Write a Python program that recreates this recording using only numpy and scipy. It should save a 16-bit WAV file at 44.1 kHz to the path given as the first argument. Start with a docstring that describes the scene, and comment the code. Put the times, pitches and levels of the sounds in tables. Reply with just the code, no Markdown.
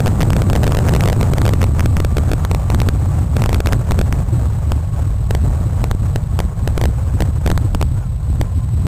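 """Wind beats on the bare microphone of a small camera fixed to a hang glider in flight.
From the start, eddies (swirls of air) thump the membrane to its stops, a rush rides on them and a rigging wire
whistles faintly over hiss. A cheap 8 kHz converter turns this into held steps: it flattens strong pushes and
drops to zero on strong suctions, which is the crackle. Near 8 s a short clean whistle bends up and down."""
import sys
import numpy as np
from scipy import signal
from scipy.fft import rfft, irfft, next_fast_len
from scipy.io import wavfile
from scipy.ndimage import uniform_filter1d

SR = 44100
rng = np.random.default_rng(int(sys.argv[2]) if len(sys.argv) > 2 else 0)


def decibels_to_gain(level_db):
    """Convert a level in decibels to a linear amplitude gain (20 dB per decade)."""
    exponent = np.asarray(level_db, float) / 20
    return 10 ** exponent


def master_out(mix):
    """Clip the mix to full scale and print it as 16-bit PCM to the path in sys.argv[1]."""
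    frames = np.transpose(np.atleast_2d(mix))
    ceiling = np.clip(frames, -1, 1)
    pcm = np.round(ceiling * 32767).astype(np.int16)
    wavfile.write(sys.argv[1], SR, pcm)


N = 391166

# strength of the airstream before gusts: (time [s], relative buffeting [dB], relative rush [dB])
AIRSTREAM = [(0.0, -14, -29), (0.88, -15, -28), (2.13, -14, -35), (2.65, -14.5, -33.5), (3.28, -16, -37),
             (3.58, -12, -29), (3.63, -21, -37), (3.65, -15, -31.5), (4.44, -15, -35.5),
             (4.48, -16.5, -38.5), (5.02, -15.5, -35.5), (5.22, -15, -36), (6.47, -16.5, -38),
             (6.52, -23, -40.5), (6.57, -17.5, -40.5), (6.81, -14.5, -33.5), (7.06, -16.5, -35.5),
             (7.94, -15, -41.5), (8.04, -19.5, -35.5), (8.06, -15, -44), (8.26, -22.5, -42.5),
             (8.33, -14.5, -41), (8.55, -17, -40), (8.8, -14, -41.5)]
# how fast eddies pass: (time [s], pace [1 = usual])
EDDY_PACE = [(0, 1.303), (1.3, 1.19), (2, 0.9), (3, 1.052), (4, 1.007), (5, 0.88), (6, .93), (7, 0.92),
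             (8, 0.9), (8.87, 1.01)]
# colour of the thumping eddies: (frequency [Hz], relative power per Hz [dB])
BUFFET_SPECTRUM = [(25, -10), (45, -3), (75, 0.72), (110, -3), (150, -10), (200, -21.5), (280, -40.5)]
# colour of the rush: (frequency [Hz], relative power per Hz [dB])
RUSH_SPECTRUM = [(280, -6.5), (400, -1.5), (550, -0.53), (800, -3), (1300, -9.5), (2000, -18),
                 (3000, -24.5), (4000, -30.5)]
# the rigging wire's tone: (time [s], middle frequency [Hz], rms level [dB])
WIRE_TONE = [(0, 1145, -47.5), (2.1, 1175, -43.5), (3.8, 1130, -52), (5.1, 1098, -49.5), (5.9, 1142, -52.5),
             (6.5, 1087, -47.5), (7.7, 1055, -55), (8.87, 1031, -52)]
# eddies that suck the membrane past the converter's lower end: (time [s], time spent beyond the end [ms])
STRONG_SUCTIONS = [(.0041, .98), (.0607, .5), (.0702, 1.02), (.0782, .91), (.206, 1.25), (.2125, .27),
                   (.2199, .16), (.2303, .75), (.3042, .5), (.3325, .16), (.3656, 1), (.4194, 1.11),
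                   (.5, .41), (.5316, 1), (.5536, .77), (.5617, .86), (.6333, 1), (.6416, .86),
                   (.6673, 1.38), (.6778, 1.11), (.7213, .54), (.7486, 1.36), (.7705, .91), (.7887, .98),
                   (.8868, .23), (.8926, .88), (.9373, .98), (.9503, 1.34), (.9631, .59), (1.0077, .23),
                   (1.0082, .12), (1.0373, .5), (1.0577, 1.25), (1.0762, 1.25), (1.0861, .75),
                   (1.0999, .75), (1.1289, .86), (1.2117, .5), (1.2298, 1.13), (1.3356, 1.02), (1.383, .77),
                   (1.4173, .34), (1.4535, .98), (1.4639, .61), (1.479, 1.2), (1.4917, .73), (1.5358, 1.25),
                   (1.6166, .27), (1.6293, 1.22), (1.6411, .63), (1.7952, .16), (1.8065, .34), (1.859, .98),
                   (1.9684, .27), (2.0021, 1.27), (2.0483, .98), (2.1691, 1), (2.1829, 1.11), (2.3163, 1),
                   (2.334, .98), (2.4501, .36), (2.5141, .61), (2.5482, .63), (2.7019, .59), (2.7469, .39),
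                   (2.8022, .12), (2.8173, .63), (2.8875, .5), (2.8882, .36), (3.3672, 1), (3.4203, .63),
                   (3.4395, .16), (3.4601, .48), (3.4927, .66), (3.5298, .61), (3.5451, .13), (3.5459, .13),
                   (3.6041, 1.02), (3.6599, .41), (3.6713, .25), (3.6717, .63), (3.7244, .5), (3.7316, .27),
                   (3.7321, .34), (3.9098, .34), (3.9193, .59), (3.9902, .98), (4.0136, .98), (4.1262, .25),
                   (4.7196, .41), (5.3087, .86), (5.3502, .75), (5.8412, .52), (5.9131, .39), (6.1597, .86),
                   (6.3907, .5), (6.4028, .73), (6.676, .84), (6.7783, 1.11), (6.814, .75), (6.8389, .79),
                   (6.8556, .75), (7.2056, .88), (7.2219, .73), (7.4629, 1.02), (7.4756, .77),
                   (7.5019, .91), (7.5156, .41), (7.5769, .41), (7.7484, .48), (7.8138, .59), (7.8267, .48),
                   (8.4133, .75)]
# the short whistle: (time [s], frequency [Hz], peak level before wavering [dB])
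WHISTLE_BEND = [(7.94, 1270, -75), (7.96, 1340, -47), (7.995, 1520, -48), (8.03, 1420, -48),
                (8.07, 1300, -52), (8.11, 1250, -75)]

# chance gusts, and surges around every strong suction
GUST_HZ, BUFFET_GUST_DB, RUSH_GUST_DB = 5.4, 1.0, 2
SURGE_S, BUFFET_SURGE_DB, RUSH_SURGE_DB = 0.022, 1.5, 3.0
# the membrane's stop: farthest swing, sharpness of the bend, buffeting level where eddies get a gain of 1
STOP, STOP_HARDNESS, STOP_AT_DB = 0.46, 3.5, -11.5
COUPLING_HZ = 64.15  # corner of the coupling capacitor
RUSH_RIDES = 0.4  # power law: the rush swells with the size of the passing eddy
HISS_DB = -58.5  # rms
# the converter: readings per second, and the size of its upper and lower ends
RATE_HZ, TOP, BOTTOM = 8000, 0.48, 0.5
# swing to an end at usual pace; eddies that stay longer arrive faster
SWING_MS, SWING_LOSS_PER_MS, SWING_SPREAD = 2.1, 0.37, 0.18
# crests above this height may hit the upper end: this share of them at this rush level
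PUSH_ABOVE, PUSH_SHARE, PUSH_AT_DB = 0.33, 0.26, -33.5
PUSH_STAY_MIN_MS, PUSH_STAY_MAX_MS, PUSH_ROOM_S = 0.25, 1.45, 0.0035
REBOUND_SHARE, REBOUND_MS = 0.55, 5.5  # pushes that answer a suction, average delay at usual pace


def rms_one(x):
    """Scale to an rms (average strength) of 1."""
    return x / np.sqrt(np.mean(x ** 2) + 1e-20)


def in_time(rows):
    """Turn a table into smooth curves: one value per sample for each column after the time."""
    s, *columns = np.transpose(rows)
    return [np.interp(np.arange(N) / SR, s, column) for column in columns]


def drift(rate_hz):
    """Slow chance wandering, rms 1: noise at every 20th sample through two equal one-pole low-passes."""
    r = np.exp(-40 * np.pi * rate_hz / SR)
    noise = rng.standard_normal(N // 20 + 2002)
    slow = signal.lfilter([1], [1, -2 * r, r * r], noise)[2000:]
    return np.interp(np.arange(N) / 20, np.arange(len(slow)), rms_one(slow))


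def coloured(spectrum):
    """Steady noise with a given spectrum, falling 15 dB an octave outside its ends; rms 1."""
    size = next_fast_len(N)
    hz = np.maximum(np.arange(size // 2 + 1) * SR / size, 1)
    at, db = np.transpose(spectrum)
    octaves_outside = np.maximum(np.log2(at[0] / hz), 0) + np.maximum(np.log2(hz / at[-1]), 0)
    gain = decibels_to_gain(np.interp(np.log(hz), np.log(at), db) - 15 * octaves_outside)
    return rms_one(irfft(rfft(rng.standard_normal(size)) * gain, size)[:N])


def gusty(buffet_db, rush_db):
    """Chance gusts, and surges around the strong suctions, lift the buffeting and the rush together."""
    marks = np.zeros(N)
    marks[(np.array(STRONG_SUCTIONS)[:, 0] * SR).astype(int)] = 1
    bump = np.exp(-(np.arange(-SR // 8, SR // 8 + 1) / (SURGE_S * SR)) ** 2)
    # tanh keeps crowded suctions from piling up
    surge = np.tanh(signal.fftconvolve(marks, bump, "same"))
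    gust = drift(GUST_HZ)
    buffet_db = buffet_db + BUFFET_GUST_DB * gust + BUFFET_SURGE_DB * surge
    rush_db = rush_db + RUSH_GUST_DB * gust + RUSH_SURGE_DB * surge
    return buffet_db, rush_db


def passing_eddies(pace):
    """A frozen row of eddies (low noise) is carried past at the pace of the air."""
    place = np.cumsum(pace) % (N - 1)
    return np.interp(place, np.arange(N), coloured(BUFFET_SPECTRUM))


def rush_of_air(rush_db, eddies):
    """Higher noise whose level flickers by chance and swells with the power of the passing eddy."""
    rush = decibels_to_gain(rush_db + 7.5 + 1.5 * drift(18) + 2.0 * drift(60)) * coloured(RUSH_SPECTRUM)
    eddy_power = uniform_filter1d(eddies ** 2, size=SR // 70)
    return rush * (0.18 + eddy_power) ** (RUSH_RIDES / 2)


def membrane(buffet_db, rush_db, pace):
    """Eddies drive the membrane into its stops, silencing the rush there; the coupling capacitor lets flats sag."""
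    eddies = passing_eddies(pace)
    thumps = decibels_to_gain(0.93 * (buffet_db - STOP_AT_DB)) * eddies
    push = thumps + rush_of_air(rush_db, eddies)
    # small pushes pass straight through, large ones bend towards the stop
    swing = STOP * push / (1 + np.abs(push) ** STOP_HARDNESS) ** (1 / STOP_HARDNESS)
    return signal.lfilter(*signal.butter(1, COUPLING_HZ, "high", fs=SR), swing)


def wire(width_hz=16):
    """Air whirling off the wire sheds vortices: a narrow, wavering band of noise around a gliding pitch."""
    hz, level_db = in_time(WIRE_TONE)
    phase = 2 * np.pi * np.cumsum(hz) / SR
    return decibels_to_gain(level_db) * (drift(width_hz) * np.cos(phase) + drift(width_hz) * np.sin(phase))


def preamplifier_hiss():
    """Steady noise of the preamplifier, low-passed at half the converter's rate."""
    hiss = signal.lfilter(*signal.butter(2, RATE_HZ / 2, fs=SR), rng.standard_normal(N))
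    return decibels_to_gain(HISS_DB) * rms_one(hiss)


def find_overloads(x, rush_db, pace):
    """Rows (time [s], stay [ms], swing [ms], end): suctions, their rebounds, and crests hitting the upper end."""
    luck = rng.random((4, N))
    sucked, suction_stay = np.transpose(STRONG_SUCTIONS)
    at = (sucked * SR).astype(int)
    delay = REBOUND_MS / 1000 / pace[at] * (0.75 + 0.5 * luck[0, at])
    rebounds = (sucked + delay)[luck[1, at] < REBOUND_SHARE]
    crests = signal.find_peaks(x, height=PUSH_ABOVE, distance=SR // 125)[0]
    chance = PUSH_SHARE * decibels_to_gain(rush_db[crests] - PUSH_AT_DB)
    crests = crests[luck[0, crests] < chance] / SR
    pushed = np.sort(np.r_[rebounds, crests])
    # drop pushes too close to a suction or to the push before
    room = np.abs(pushed[:, None] - sucked).min(axis=1)
    pushed = pushed[(room > PUSH_ROOM_S) & (np.diff(pushed, prepend=-1) > PUSH_ROOM_S)]
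    s = np.r_[sucked, pushed]
    at = (s * SR).astype(int)
    push_stay = np.interp(luck[2, at[len(sucked):]], [0, 1], [PUSH_STAY_MIN_MS, PUSH_STAY_MAX_MS])
    stay = np.r_[suction_stay, push_stay]
    swing = SWING_MS * (1 - SWING_LOSS_PER_MS * stay) / pace[at] ** 2
    swing = swing * (1 + SWING_SPREAD * (4 * luck[3, at] - 2))
    end = np.r_[np.full(len(sucked), -BOTTOM), np.full(len(pushed), TOP)]
    return sorted(zip(s, stay, np.maximum(swing, 0.2), end))


def add_overloads(x, overloads, sag_ms=3.0, lead_ms=2.2, release_ms=3.6):
    """Each big eddy takes over the wave: a swing to one end, a stay beyond it, then an exponential sag."""
    free = 0  # first sample after the stay before
    for s, stay, swing, end in overloads:
        stay = max(stay, 1000 / RATE_HZ)  # at least one converter reading
        first = max(int((s - (swing + lead_ms) / 1000) * SR), free)
        free = int((s + stay / 1000) * SR) + 2
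        ms = (np.arange(first, min(first + SR // 40, N)) / SR - s) * 1000
        after = np.maximum(ms - stay, 0)
        shape = np.where(ms < 0, np.maximum(1 + ms / swing, -0.3), np.exp(-after / sag_ms))
        shape[(ms >= 0) & (after == 0)] = 1.2
        take_over = np.sin(np.pi / 2 * np.clip((ms + swing + lead_ms) / lead_ms, 0, 1)) ** 2
        # the longer the stay, the longer the membrane rests on its stop
        let_go = np.exp(-(after / (release_ms * (0.5 + stay))) ** 2)
        part = x[first:first + len(ms)]
        part += take_over * let_go * (end * shape - part)  # changes x itself


def converter(x):
    """Holds readings from a slightly wandering 8 kHz clock as steps; flattens pushes, zeroes strong suctions."""
    ticks = np.floor(np.arange(N) * RATE_HZ / SR + 0.6 * drift(6))
    new_reading = np.diff(ticks, prepend=-9) != 0
    taken = x[:, np.maximum.accumulate(np.arange(N) * new_reading)]
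    # sixteen steps an octave of size: coarser for loud values
    step = 2 ** np.floor(np.log2(np.abs(taken) + 1 / 256)) / 16
    levels = np.minimum(np.round(taken / step) * step, TOP)
    levels[taken < -1.05 * BOTTOM] = 0  # the crackle
    return levels


def whistle():
    """One clean gliding tone whose level wavers a little."""
    hz, level_db = in_time(WHISTLE_BEND)
    return decibels_to_gain(level_db + 2.0 * drift(30)) * np.sin(2 * np.pi * np.cumsum(hz) / SR)


def scene():
    """The signal at the converter's input: wind, wire and whistle, then overloads, then hiss."""
    buffet_db, rush_db = in_time(AIRSTREAM)
    pace, = in_time(EDDY_PACE)
    x = membrane(*gusty(buffet_db, rush_db), pace) + wire() + whistle()
    # ordinary suctions round off just short of the lower end
    x = np.where(x < 0, x / (1 + (x / BOTTOM) ** 6) ** (1 / 6), x)
    add_overloads(x, find_overloads(x, rush_db, pace))
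    return (x + preamplifier_hiss())[None]


def low_pass(x):
    """Removes everything above the highest recorded frequency."""
    return signal.sosfilt(signal.butter(12, 16690, fs=SR, output="sos"), x)


def record(dry):
    """The converter turns the signal into steps, then a steep low-pass cuts the top."""
    top_cut = signal.cheby2(16, 30, 15600, fs=SR, output="sos")  # 30 dB down from 15600 Hz, each way
    mix = signal.sosfiltfilt(top_cut, converter(dry))
    return low_pass(mix)


dry = scene()
out = record(dry)
master_out(out)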